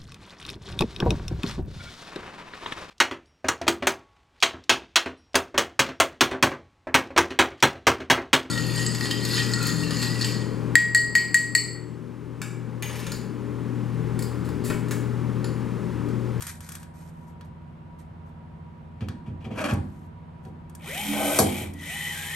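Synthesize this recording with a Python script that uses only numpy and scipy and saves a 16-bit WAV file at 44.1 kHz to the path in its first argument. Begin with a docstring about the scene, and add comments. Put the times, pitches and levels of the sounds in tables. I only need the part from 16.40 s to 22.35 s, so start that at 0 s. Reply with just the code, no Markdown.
"""A hand and sleeve brush an aluminium sheet close to a stereo pair in a humming workshop; small steel ticks.
A blind rivet then knocks about on the sheet, scrapes into its hole and seats with a thump.
A cordless rivet tool spins up and pulls, the load grows, the sheet grinds, and the mandrel snaps.
The tool stops, then winds back, singing, to the end. Gears are patterns read at the mesh rate,
the sheet is a bank of ringing modes, and friction and air are shaped noise."""
import sys
import numpy as np
from scipy import signal
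from scipy.fft import rfft, irfft, next_fast_len
from scipy.io import wavfile
from scipy.ndimage import map_coordinates

SR = 44100
rng = np.random.default_rng(int(sys.argv[2]) if len(sys.argv) > 2 else 0)


def store_pcm(level_fs):
    """Save levels as 16-bit WAV."""
    pcm = np.round(np.clip(level_fs, -1, 1) * 32767).astype(np.int16)
    wavfile.write(sys.argv[1], SR, np.atleast_2d(pcm).T)


N = 262395
TIME = np.arange(N) / SR
BINS = np.maximum(np.arange(N + 1) * SR / (2 * N), 1)

# Levels in the tables are relative, before the trims in the functions and the room.
# The motor's two runs: switched on (s), braked (s; the second lies past the end), unloaded gear mesh (Hz)
PULL_ON_S, PULL_BRAKE_S, PULL_MESH_HZ = 4.351, 5.222, 845
RETURN_ON_S, RETURN_BRAKE_S, RETURN_MESH_HZ = 5.302, 6.0, 826
SPIN_UP_S, BRAKE_S, INERTIA_S = 0.275, 0.05, 0.035
# The jaws grip the mandrel; full load would lower the mesh rate by this share
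GRIP_S, LOAD_SAG = 4.66, 0.08
# Gear and hiss levels at free speed, what full load adds to each, and the power of speed they follow
PULL_GEAR_DB, PULL_HISS_DB = -34.5, -34.5
RETURN_GEAR_DB, RETURN_HISS_DB = -37.5, -37.5
LOAD_GEAR_DB, LOAD_HISS_DB, SPEED_POWER = 1, 10.5, 1.28
# The gears and hiss of the pull are quieter once the snap has freed the tool from the rivet
FREED_DB = -4
# The tool is drawn back: from when, how fast all of it fades, how much faster its whines fade
WITHDRAW_S, WITHDRAW_DB_PER_S, WHINE_FADE_DB_PER_S = 5.52, 0.5, 22
# Tone of the pulling motor. Each row: frequency in Hz, level in dB
PULL_TONE = [(600, -5), (1100, -8), (1700, -5), (2300, 4), (3300, 0), (4500, -15), (7000, -14), (8800, -9),
             (12000, -6), (16000, -31)]
# Tone of the returning motor. Each row: frequency in Hz, level in dB
RETURN_TONE = [(500, -11), (1300, -10), (1900, 1), (2300, -1.5), (3100, 1.5), (4600, -16), (7000, -15.5),
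               (8600, -12), (11700, -10.5), (16000, -36)]
# Whines of the gear stages. Each row: multiple of the mesh rate, level pulling in dB, level returning in dB
GEAR_WHINES = [(1, -7.5, -12.5), (2.55, -15.5, -35), (3.3, -10, -10), (3.72, -9.5, -2), (3.98, -11, -31),
               (9.65, -32, -23), (10.27, -35, -17.5), (11.2, -28, -11)]
# Pitch the unloaded screw sings at. Each row: time in seconds, frequency in Hz
SING_PITCH = [(5.44, 1947), (5.48, 1994), (5.544, 1896), (5.706, 1946), (5.756, 1618), (5.862, 1672),
              (5.95, 1932)]
SING_DB = -39
# The rivet's body yields and grinds until the snap; the running tool alone shakes the sheet less
YIELD_S, GRIND_ATTACK_S, GRIND_RELEASE_S = 4.725, 0.036, 0.0093
GRIND_DB, SHAKE_DB = -27.5, -49
# The sheet drones as the rivet's head spreads and as the puller ends its travel.
# Each row: start in seconds, length in seconds, level in dB
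SHEET_DRONES = [(4.6, 0.081, -42), (4.68, 0.13, -29.5), (5.15, 0.1, -39)]
DRONE_ATTACK_S, DRONE_RELEASE_S = 0.016, 0.12
# The mandrel's fracture, then its rebounds. Each row: time in seconds, level in dB
SNAP_HITS = [(4.9885, -3), (4.9910, -10), (4.9930, -14), (5.0000, -11.5)]
SNAP_S = SNAP_HITS[0][0]
# Tone of the breaking mandrel. Each row: frequency in Hz, level in dB
SNAP_TONE = [(240, -18), (400, -1), (648, -1), (2400, -22), (2710, -38), (3940, -15.5), (8720, -10.5),
             (10200, -7.5), (11400, -8), (15500, -37), (16500, -47)]
# Rate of stick and slip in the hole. Each row: time in seconds, slips per second
SLIPS_PER_S = [(3.15, 345), (3.21, 315), (3.25, 286), (3.29, 295), (3.33, 280)]
# Tone of the metal round the hole. Each row: frequency in Hz, level in dB
SCRAPE_TONE = [(120, -47), (200, -7), (282, -6.5), (459, -17.5), (570, 0), (708, -14.5), (1090, -12),
               (1240, -16.5), (1430, -11), (1910, -21), (2700, -17), (3540, -31), (11600, -35.5),
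               (15000, -95)]
# Shoves that work the rivet into its hole. Each row: start in seconds, length in seconds, level in dB
HOLE_SHOVES = [(3.15, 0.03, -41), (3.172, 0.044, -29), (3.236, 0.016, -24), (3.275, 0.04, -30.5)]
SHOVE_ATTACK_S, SHOVE_RELEASE_S = 0.0081, 0.032
# The rivet's tip scuffs while it finds the hole. Each row: start in seconds, length in seconds, level in dB
TIP_SCUFFS = [(2.605, 0.022, -38), (2.858, 0.024, -46), (3.003, 0.027, -46.5), (3.041, 0.011, -35),
              (3.105, 0.038, -39)]
SCUFF_ATTACK_S, SCUFF_RELEASE_S = 0.0027, 0.025
# Tone of the scuffs. Each row: frequency in Hz, level in dB
SCUFF_TONE = [(700, 6), (1500, -3), (2800, 2.5), (4200, -13), (12000, -24), (15000, -49)]
# Blows on the sheet. Each row: time in seconds, force in dB, upper cut-off of the contact in Hz
SHEET_BLOWS = [(2.61, -30, 229), (2.686, -39.5, 300), (2.872, -35, 217), (2.905, -34.5, 172),
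               (3.057, -35.5, 420), (3.106, -35.5, 510), (3.317, -22.5, 245), (3.368, -37.5, 200),
               (4.055, -43, 490), (4.990, -19.5, 1080), (5.008, -27.5, 197), (5.204, -35.5, 445)]
# Modes of the aluminium sheet. Each row: frequency in Hz, level in dB, time to fall 60 dB in seconds
SHEET_MODES = [(88.16, -5, 0.89), (108, -1, 0.38), (149.4, -4, 0.23), (201.2, -7.5, 0.79),
               (291.8, -11.5, 0.35), (358, -15.5, 0.75), (508, -6, 0.31), (585, -23, .2),
               (648, -4.5, 0.045), (678.4, -4.5, 0.19), (764, -3.5, 0.15), (1061, -9, 0.093),
               (1235, -4, 0.042), (1540, -5, 0.08)]
# The sheet's dense small modes. Each row: frequency in Hz, level in dB
SHEET_WASH = [(30, -18), (50, -10), (90, -1), (250, -7), (420, -9), (650, -16), (1200, -35), (3000, -45)]
# Their decay. Each row: frequency in Hz, time to fall 60 dB in seconds
SHEET_WASH_T60 = [(60, 0.54), (250, 0.63), (700, 0.33), (3000, 1)]
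# Light contacts of rivet, nose piece and trigger.
# Each row: time in seconds, level of the bright edge in dB, level of the duller clack in dB
STEEL_TICKS = [(0.0074, -35, -41.5), (0.0223, -26.5, -39), (0.068, -28, -40), (0.206, -38.5, -47),
               (0.29, -33, -42.5), (0.3198, -33, -45.5), (0.3526, -32.5, -41.5), (0.4302, -44, -48.5),
               (1.0101, -54, -48.5), (2.608, -64, -45.5), (2.6857, -44, -38), (3.2415, -40, -31.5),
               (3.31, -55, -35), (3.3362, -36.5, -53), (4.051, -56.5, -54), (4.297, -50, -59),
               (4.351, -37.5, -53), (5.3363, -41.5, -58)]
# Tone of the tick's edge, then of its clack. Each row: frequency in Hz, level in dB
EDGE_TONE = [(2000, -51), (4800, 5.5), (8500, 12), (12000, 12), (16000, -33)]
CLACK_TONE = [(400, -35), (1580, 11), (2000, 3), (2550, 0), (5000, -3.5), (12000, -29)]
# Sleeve and hand rub over the sheet. Each row: start in seconds, length in seconds, level in dB
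HAND_RUBS = [(.008, .055, -40), (.066, 0.033, -34), (.105, .05, -46.5), (.208, 0.067, -45.5),
             (.285, 0.077, -43), (.39, .05, -53), (.535, 0.16, -56), (.72, .13, -66.5), (.865, 0.033, -61),
             (1.04, 0.013, -61), (1.583, 0.02, -53), (1.85, 0.043, -69), (3.42, 0.24, -65.5),
             (4.025, .06, -65.5)]
RUB_ATTACK_S, RUB_RELEASE_S = 0.0059, 0.02
# Tone of the rubbing. Each row: frequency in Hz, level in dB
RUB_TONE = [(900, -14), (1550, 15), (2000, 7), (2500, 5), (3300, 2.5), (8800, 7.5), (11800, 9),
            (15000, -40)]
# Machines in the shop. Each row: frequency in Hz, level in dB
MACHINE_HUM = [(86.1, -48.5), (150.7, -49), (166.9, -48), (220.7, -56), (242.2, -57), (339.1, -66)]
# A fan's whistle. Each row: frequency in Hz, width in Hz, level in dB
WHISTLE = [(959.6, 35, -56.5)]
# Tone of the moving air. Each row: frequency in Hz, level in dB
AIR_TONE = [(25, -24), (65, -3), (120, -3.5), (200, -11.5), (360, -18.5), (450, -20), (900, -21.5),
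            (3000, -39), (6000, -54.5), (12000, -57), (15000, -92)]
AIR_LEVEL_DB = -46.5
# Left-right spread of the air. Each row: frequency in Hz, level in dB
AIR_SPREAD = [(60, -14), (250, -1), (1000, -0.5), (8000, -3.5)]
# Near reflections off the sheet and the arm: level, decay, lower edge
NEAR_DB, NEAR_T60_S, NEAR_LOW_HZ = -3, 0.016, 1410
# Tone of the room's tail. Each row: frequency in Hz, level in dB
ROOM_TONE = [(60, -26), (250, 0), (700, 8), (2500, -3), (5000, -2.5), (16000, 2.5)]
# Decay of that tail. Each row: frequency in Hz, time to fall 60 dB in seconds
ROOM_DECAY = [(100, 0.25), (1000, 0.43), (5000, 0.43), (14000, 0.25)]
# Shape of the level difference between the microphones.
# Each row: frequency in Hz, lean to the left in dB before it is scaled for each side
LEFT_LEAN = [(60, -1), (330, -1.5), (700, 3), (1300, 0.5), (4400, 4), (8000, 1), (15000, -1)]
# How far the right microphone lags behind the left. 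Each row: frequency in Hz, phase in radians
RIGHT_LAG = [(0, 0), (1720, 0.37), (3620, 0.76), (6800, 0.5), (7490, 1.9), (8790, -1.1), (9730, -1.5),
             (12300, -7), (13300, -8.5), (14400, -9.7), (14600, -12.6), (16500, -12.6)]
# Slight loss of treble at both microphones. Each row: frequency in Hz, level in dB
TREBLE_LOSS = [(1000, -0.11), (3000, -0.93)]
# Response of the microphone port. Each row: frequency in Hz, level in dB
PORT_TONE = [(9300, -1), (10200, -14), (11000, 3), (12500, -6), (13800, -16), (15200, -1.5)]
CUTOFF_HZ = 16000


def motor():
    """The motor spins up, sags under the pull, shakes the sheet through the rivet, brakes and reverses."""
    forward = spin(PULL_ON_S, PULL_BRAKE_S)
    reverse = spin(RETURN_ON_S, RETURN_BRAKE_S)
    load = mandrel_load()
    mesh_hz = PULL_MESH_HZ * forward * (1 - LOAD_SAG * load) + RETURN_MESH_HZ * reverse
    turns = np.cumsum(mesh_hz * (1 + 0.0035 * drift(16))) / SR
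    pulling, returning = forward ** SPEED_POWER, reverse ** SPEED_POWER
    freed_db = FREED_DB * (TIME > SNAP_S)
    gear = pulling * from_db(PULL_GEAR_DB + LOAD_GEAR_DB * load + freed_db)
    hiss = pulling * from_db(PULL_HISS_DB + LOAD_HISS_DB * load + freed_db)
    away_s = np.maximum(TIME - WITHDRAW_S, 0)
    retreat_db = -WITHDRAW_DB_PER_S * away_s
    back_gear = returning * from_db(RETURN_GEAR_DB + retreat_db)
    back_hiss = returning * from_db(RETURN_HISS_DB + retreat_db)
    pull = stroke(gear_train(turns, rough_db=1.5), PULL_TONE, gear, hiss)
    back = stroke(gear_train(turns, rough_db=1.1), RETURN_TONE, back_gear, back_hiss)
    # without load the teeth only sing near full speed
    free_gear = back_gear * reverse ** 2 * from_db(-WHINE_FADE_DB_PER_S * away_s)
    whine = gear_whine(turns, mesh_hz, gear, free_gear)
    sing = from_db(SING_DB + retreat_db) * reverse * narrow_noise(in_time(SING_PITCH), width_hz=210)
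    return pull + driven_sheet(pulling) + back + whine + sing


def spin(on_s, brake_s):
    """Share of free speed: a soft start, a steady run, a quick stop."""
    ramp = np.sin(np.pi / 2 * np.clip((TIME - on_s) / SPIN_UP_S, 0, 1)) ** 2
    return ramp * np.exp(-np.clip((TIME - brake_s) / BRAKE_S, 0, 20))


def mandrel_load():
    """Tension climbs evenly from the grip to the snap; the motor feels it through its inertia."""
    tension = np.clip((TIME - GRIP_S) / (SNAP_S - GRIP_S), 0, 1) * (TIME < SNAP_S)
    keep = np.exp(-1 / (INERTIA_S * SR))
    return signal.lfilter([1 - keep], [1, -keep], tension)


def gear_train(turns, rough_db):
    """Tooth contacts: a pattern that repeats with the gears, plus fresh rattle at every mesh."""
    teeth, size = 7, 512
    place = turns / teeth % 1 * size
    pattern = map_coordinates(rng.standard_normal(size), [place], order=3, mode="grid-wrap")
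    rattle = rng.standard_normal(N) * (1 + 0.9 * np.cos(2 * np.pi * turns))
    return rms_one((pattern + rattle) * from_db(rough_db * drift(170)))


def stroke(drive, spectrum, gear_gain, hiss_gain):
    """Low-passed gearbox growl and high-passed motor hiss overlap in the treble, each with its own level."""
    sound = colour(drive, spectrum)
    gears = cut(sound, 7430, "low", order=4) / np.std(cut(sound, [1800, 4000], "band"))
    return gear_gain * gears + hiss_gain * rms_one(cut(sound, 5500, "high", order=4))


def gear_whine(turns, mesh_hz, gear, free_gear):
    """Each gear stage whines at its multiple of the mesh rate, with wavering level and phase."""
    whine = 0
    for multiple, pull_db, back_db in GEAR_WHINES:
        level = (from_db(pull_db) * gear + from_db(back_db) * free_gear) * from_db(2 * drift(38))
        whine = whine + level * np.sin(2 * np.pi * multiple * turns + 0.64 * drift(40))
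    # the teeth press harder and whine louder while the motor gathers speed
    surge = np.clip(np.gradient(mesh_hz) * SR / 1500, 0, 1)
    return whine * from_db(5.5 * surge)


def driven_sheet(pulling):
    """The deforming rivet grinds at random and rattles the sheet, which also drones in two low tones."""
    grind = rng.standard_normal(N)
    ringing = rms_one(cut(skin(grind), 263, "high", order=3))
    growl = rms_one(cut(grind, [540, 700], "band"))
    yielding = swells([(YIELD_S, SNAP_S - YIELD_S, GRIND_DB)], GRIND_ATTACK_S, GRIND_RELEASE_S)
    grinding = yielding + from_db(SHAKE_DB) * pulling
    drone = narrow_noise(206, width_hz=9.7) + from_db(-3.5) * narrow_noise(287, width_hz=16)
    droning = swells(SHEET_DRONES, DRONE_ATTACK_S, DRONE_RELEASE_S)
    return grinding * (from_db(-2.5) * ringing + from_db(-5) * growl) + droning * drone


def snap():
    """The mandrel breaks and the jaws rebound; thin metal rings on."""
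    out = 0
    for s, db in SNAP_HITS:
        out = out + excite(clicks([s], [db]), crack(SNAP_TONE, t60=0.015, ring_db=-8, ring_t60=0.21))
    return out


def scrape():
    """The rivet scuffs about, then sticks and slips against the edge of its hole."""
    turns = np.cumsum(in_time(SLIPS_PER_S) * (1 + 0.03 * drift(90))) / SR
    slips = np.diff(np.floor(turns), prepend=0) * rng.random(N)
    # grit dies away after each slip
    grit = rng.standard_normal(N) * np.exp(-2.5 * (turns % 1)) * (1 + 0.5 * np.tanh(drift(60)))
    friction = rms_one(slips - slips.mean()) + from_db(1.5) * rms_one(grit)
    # steady rubbing goes on between the slips; the metal round the hole colours both
    rasp = rms_one(colour(friction + from_db(2.5) * rng.standard_normal(N), SCRAPE_TONE))
    scuff = rms_one(colour(rng.standard_normal(N), SCUFF_TONE))
    shoving = from_db(1.5) * swells(HOLE_SHOVES, SHOVE_ATTACK_S, SHOVE_RELEASE_S)
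    scuffing = from_db(-7.5) * swells(TIP_SCUFFS, SCUFF_ATTACK_S, SCUFF_RELEASE_S)
    return shoving * rasp + scuffing * scuff


def blows():
    """Pushes on the sheet: the softer the contact, the deeper the boom."""
    force = 0
    for s, db, hz in SHEET_BLOWS:
        force = force + cut(cut(clicks([s], [db]), hz, "low"), hz / 6, "high")
    wash = excite(force, burst(SHEET_WASH, SHEET_WASH_T60))
    return from_db(3.5) * skin(force) + from_db(34.5) * wash


def skin(force):
    """The sheet rings in its modes, each a two-pole resonator, with alternating sign."""
    out = 0
    for k, (hz, db, t60) in enumerate(SHEET_MODES):
        r, w = from_db(-60 / (t60 * SR)), 2 * np.pi * hz / SR
        mode = signal.lfilter([0, np.sin(w)], [1, -2 * r * np.cos(w), r * r], force + 1e-18)
        out = out + (-1) ** k * from_db(db) * mode
    return out


def ticks():
    """Small steel parts tap: a bright edge and a duller clack."""
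    times, edge_db, clack_db = np.transpose(STEEL_TICKS)
    edge = crack(EDGE_TONE, t60=0.034, ring_db=-32, ring_t60=0.18)
    clack = crack(CLACK_TONE, t60=0.02, ring_db=-10.5, ring_t60=0.26)
    return excite(clicks(times, edge_db + 3.5), edge) + excite(clicks(times, clack_db + 7.5), clack)


def handling():
    """Cloth and skin catch and slip in fine grains on the sheet."""
    grains = rng.standard_normal(N) * from_db(1.5 * drift(210) + drift(17))
    rubbing = swells(HAND_RUBS, RUB_ATTACK_S, RUB_RELEASE_S)
    return from_db(-4.5) * rubbing * rms_one(colour(grains, RUB_TONE))


def shop():
    """Wavering machine hum, a fan's whistle and moving air, in stereo."""
    hum, whistle = 0, 0
    for hz, db in MACHINE_HUM:
        phase = 2 * np.pi * (hz * TIME + rng.random()) + 0.34 * drift(3.3)
        hum = hum + from_db(db + 1.13 * drift(3.1)) * np.sqrt(2) * np.sin(phase)
    for hz, width_hz, db in WHISTLE:
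        both = np.array([narrow_noise(hz, width_hz), narrow_noise(hz, width_hz)])
        whistle = whistle + from_db(db) * both
    mid, side = colour(rng.standard_normal((2, N)), AIR_TONE)
    # long waves reach both microphones nearly alike
    side = colour(side, AIR_SPREAD)
    air = from_db(AIR_LEVEL_DB) * rms_one(mid + side * [[1], [-1]])
    return (hum + air) * from_db([[-0.4], [0.4]]) + whistle


def in_room(x, wet_db):
    """Direct sound from a little to the left, plus near and far reflections unrelated at each microphone."""
    tails = np.array([burst(ROOM_TONE, ROOM_DECAY), burst(ROOM_TONE, ROOM_DECAY)])
    tails = np.pad(tails, ((0, 0), (SR // 300, 0)))  # the room answers 1/300 s late
    t = TIME[:SR // 50]
    near = rng.standard_normal((2, len(t))) * from_db(-60 * t / NEAR_T60_S) * (t > 1 / 2000)
    near = cut(near / np.sqrt(np.sum(near ** 2, axis=1, keepdims=True)), NEAR_LOW_HZ, "high")
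    both = x + from_db(NEAR_DB) * excite(x[None], near) + from_db(wet_db) * excite(x[None], tails)
    left, right = colour(both, TREBLE_LOSS)
    lag = np.interp(BINS, *np.transpose(RIGHT_LAG))
    right = irfft(rfft(right, 2 * N) * np.exp(-1j * lag))[:N]
    return np.array([colour(left, LEFT_LEAN, power=0.51), colour(right, LEFT_LEAN, power=-0.6)])


def from_db(db):
    """Decibels to gain."""
    return 10 ** (np.asarray(db) / 20)


def rms_one(x):
    """Scale to unit power."""
    return x / np.sqrt(np.mean(x ** 2) + 1e-20)


def in_time(rows):
    """A curve of (seconds, value) at every sample."""
    return np.interp(TIME, *np.transpose(rows))


def at_hz(points, hz):
    """Read a table on a log-frequency axis."""
    table_hz, values = np.transpose(points)
    return np.interp(np.log(hz), np.log(table_hz), values)


def colour(x, spectrum, power=1):
    """Shape a sound by a smooth spectrum."""
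    size = next_fast_len(x.shape[-1] + 2000, True)
    hz = np.maximum(np.arange(size // 2 + 1) * SR / size, 1)
    return irfft(rfft(x, size) * from_db(power * at_hz(spectrum, hz)), size)[..., :x.shape[-1]]


def cut(x, hz, kind, order=2):
    """Butterworth filter."""
    sos = signal.butter(order, np.clip(hz, 5, 0.48 * SR), kind, fs=SR, output="sos")
    return signal.sosfilt(sos, x + 1e-18)


def drift(rate):
    """Smooth chance with spread 1, from two random knots per cycle of the rate in Hz."""
    knots = rng.standard_normal(N // 20)
    return rms_one(map_coordinates(knots, [TIME * rate * 2], order=3, mode="wrap"))


def narrow_noise(hz, width_hz):
    """A wavering tone around a pitch; rms 1."""
    phase = 2 * np.pi * np.cumsum(hz * np.ones(N)) / SR
    return rms_one(drift(width_hz / 2) * np.sin(phase) + drift(width_hz / 2) * np.cos(phase))


def swells(rows, attack_s, release_s):
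    """Gain of strokes that each build up, hold and die away; overlapping strokes add in power."""
    power = 0
    for start, length, db in rows:
        rise = 1 - np.exp(-np.maximum(TIME - start, 0) / attack_s)
        fall = np.exp(-np.clip((TIME - start - length) / release_s, 0, 20))
        power = power + (from_db(db) * rise * fall) ** 2
    return np.sqrt(power)


def clicks(times, levels_db):
    """One impulse for each event."""
    out = np.zeros(N)
    out[np.round(np.asarray(times) * SR).astype(int)] = from_db(levels_db)
    return out


def excite(drive, response):
    """Play a drive through an impulse response."""
    return signal.fftconvolve(drive, response, axes=-1)[..., :N]


def burst(spectrum, t60s):
    """Noise that dies away octave by octave; unit energy."""
    t, out = TIME[:SR * 3 // 4], 0
    noise = colour(rng.standard_normal(len(t)), spectrum)
    for hz in 30 * 2.0 ** np.arange(10):
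        band = cut(noise, [hz / np.sqrt(2), hz * np.sqrt(2)], "band")
        out = out + band * from_db(-60 * t / at_hz(t60s, hz))
    return out / np.sqrt(np.sum(out ** 2))


def crack(spectrum, t60, ring_db, ring_t60):
    """A sharp metal contact: coloured noise with a fast decay and a weaker, longer ring."""
    t = TIME[:SR // 2]
    envelope = from_db(-60 * t / t60) + from_db(ring_db - 60 * t / ring_t60)
    return rms_one(colour(rng.standard_normal(len(t)), spectrum)) * envelope / 2


def scene():
    """Tool and hand close by, the work on the sheet with a little more room, the shop all round."""
    tool_and_hand = in_room(motor() + handling(), wet_db=-6.5)
    sheet_work = in_room(snap() + scrape() + blows() + ticks(), wet_db=-4.5)
    return tool_and_hand + sheet_work + shop()


def record(dry):
    """The microphone port has notches in the treble; peaks are rounded and the top is cut."""
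    heard = np.tanh(colour(dry, PORT_TONE))
    return signal.sosfilt(signal.ellip(10, 0.3, 80, CUTOFF_HZ, fs=SR, output="sos"), heard)


dry = scene()
out = record(dry)
store_pcm(out)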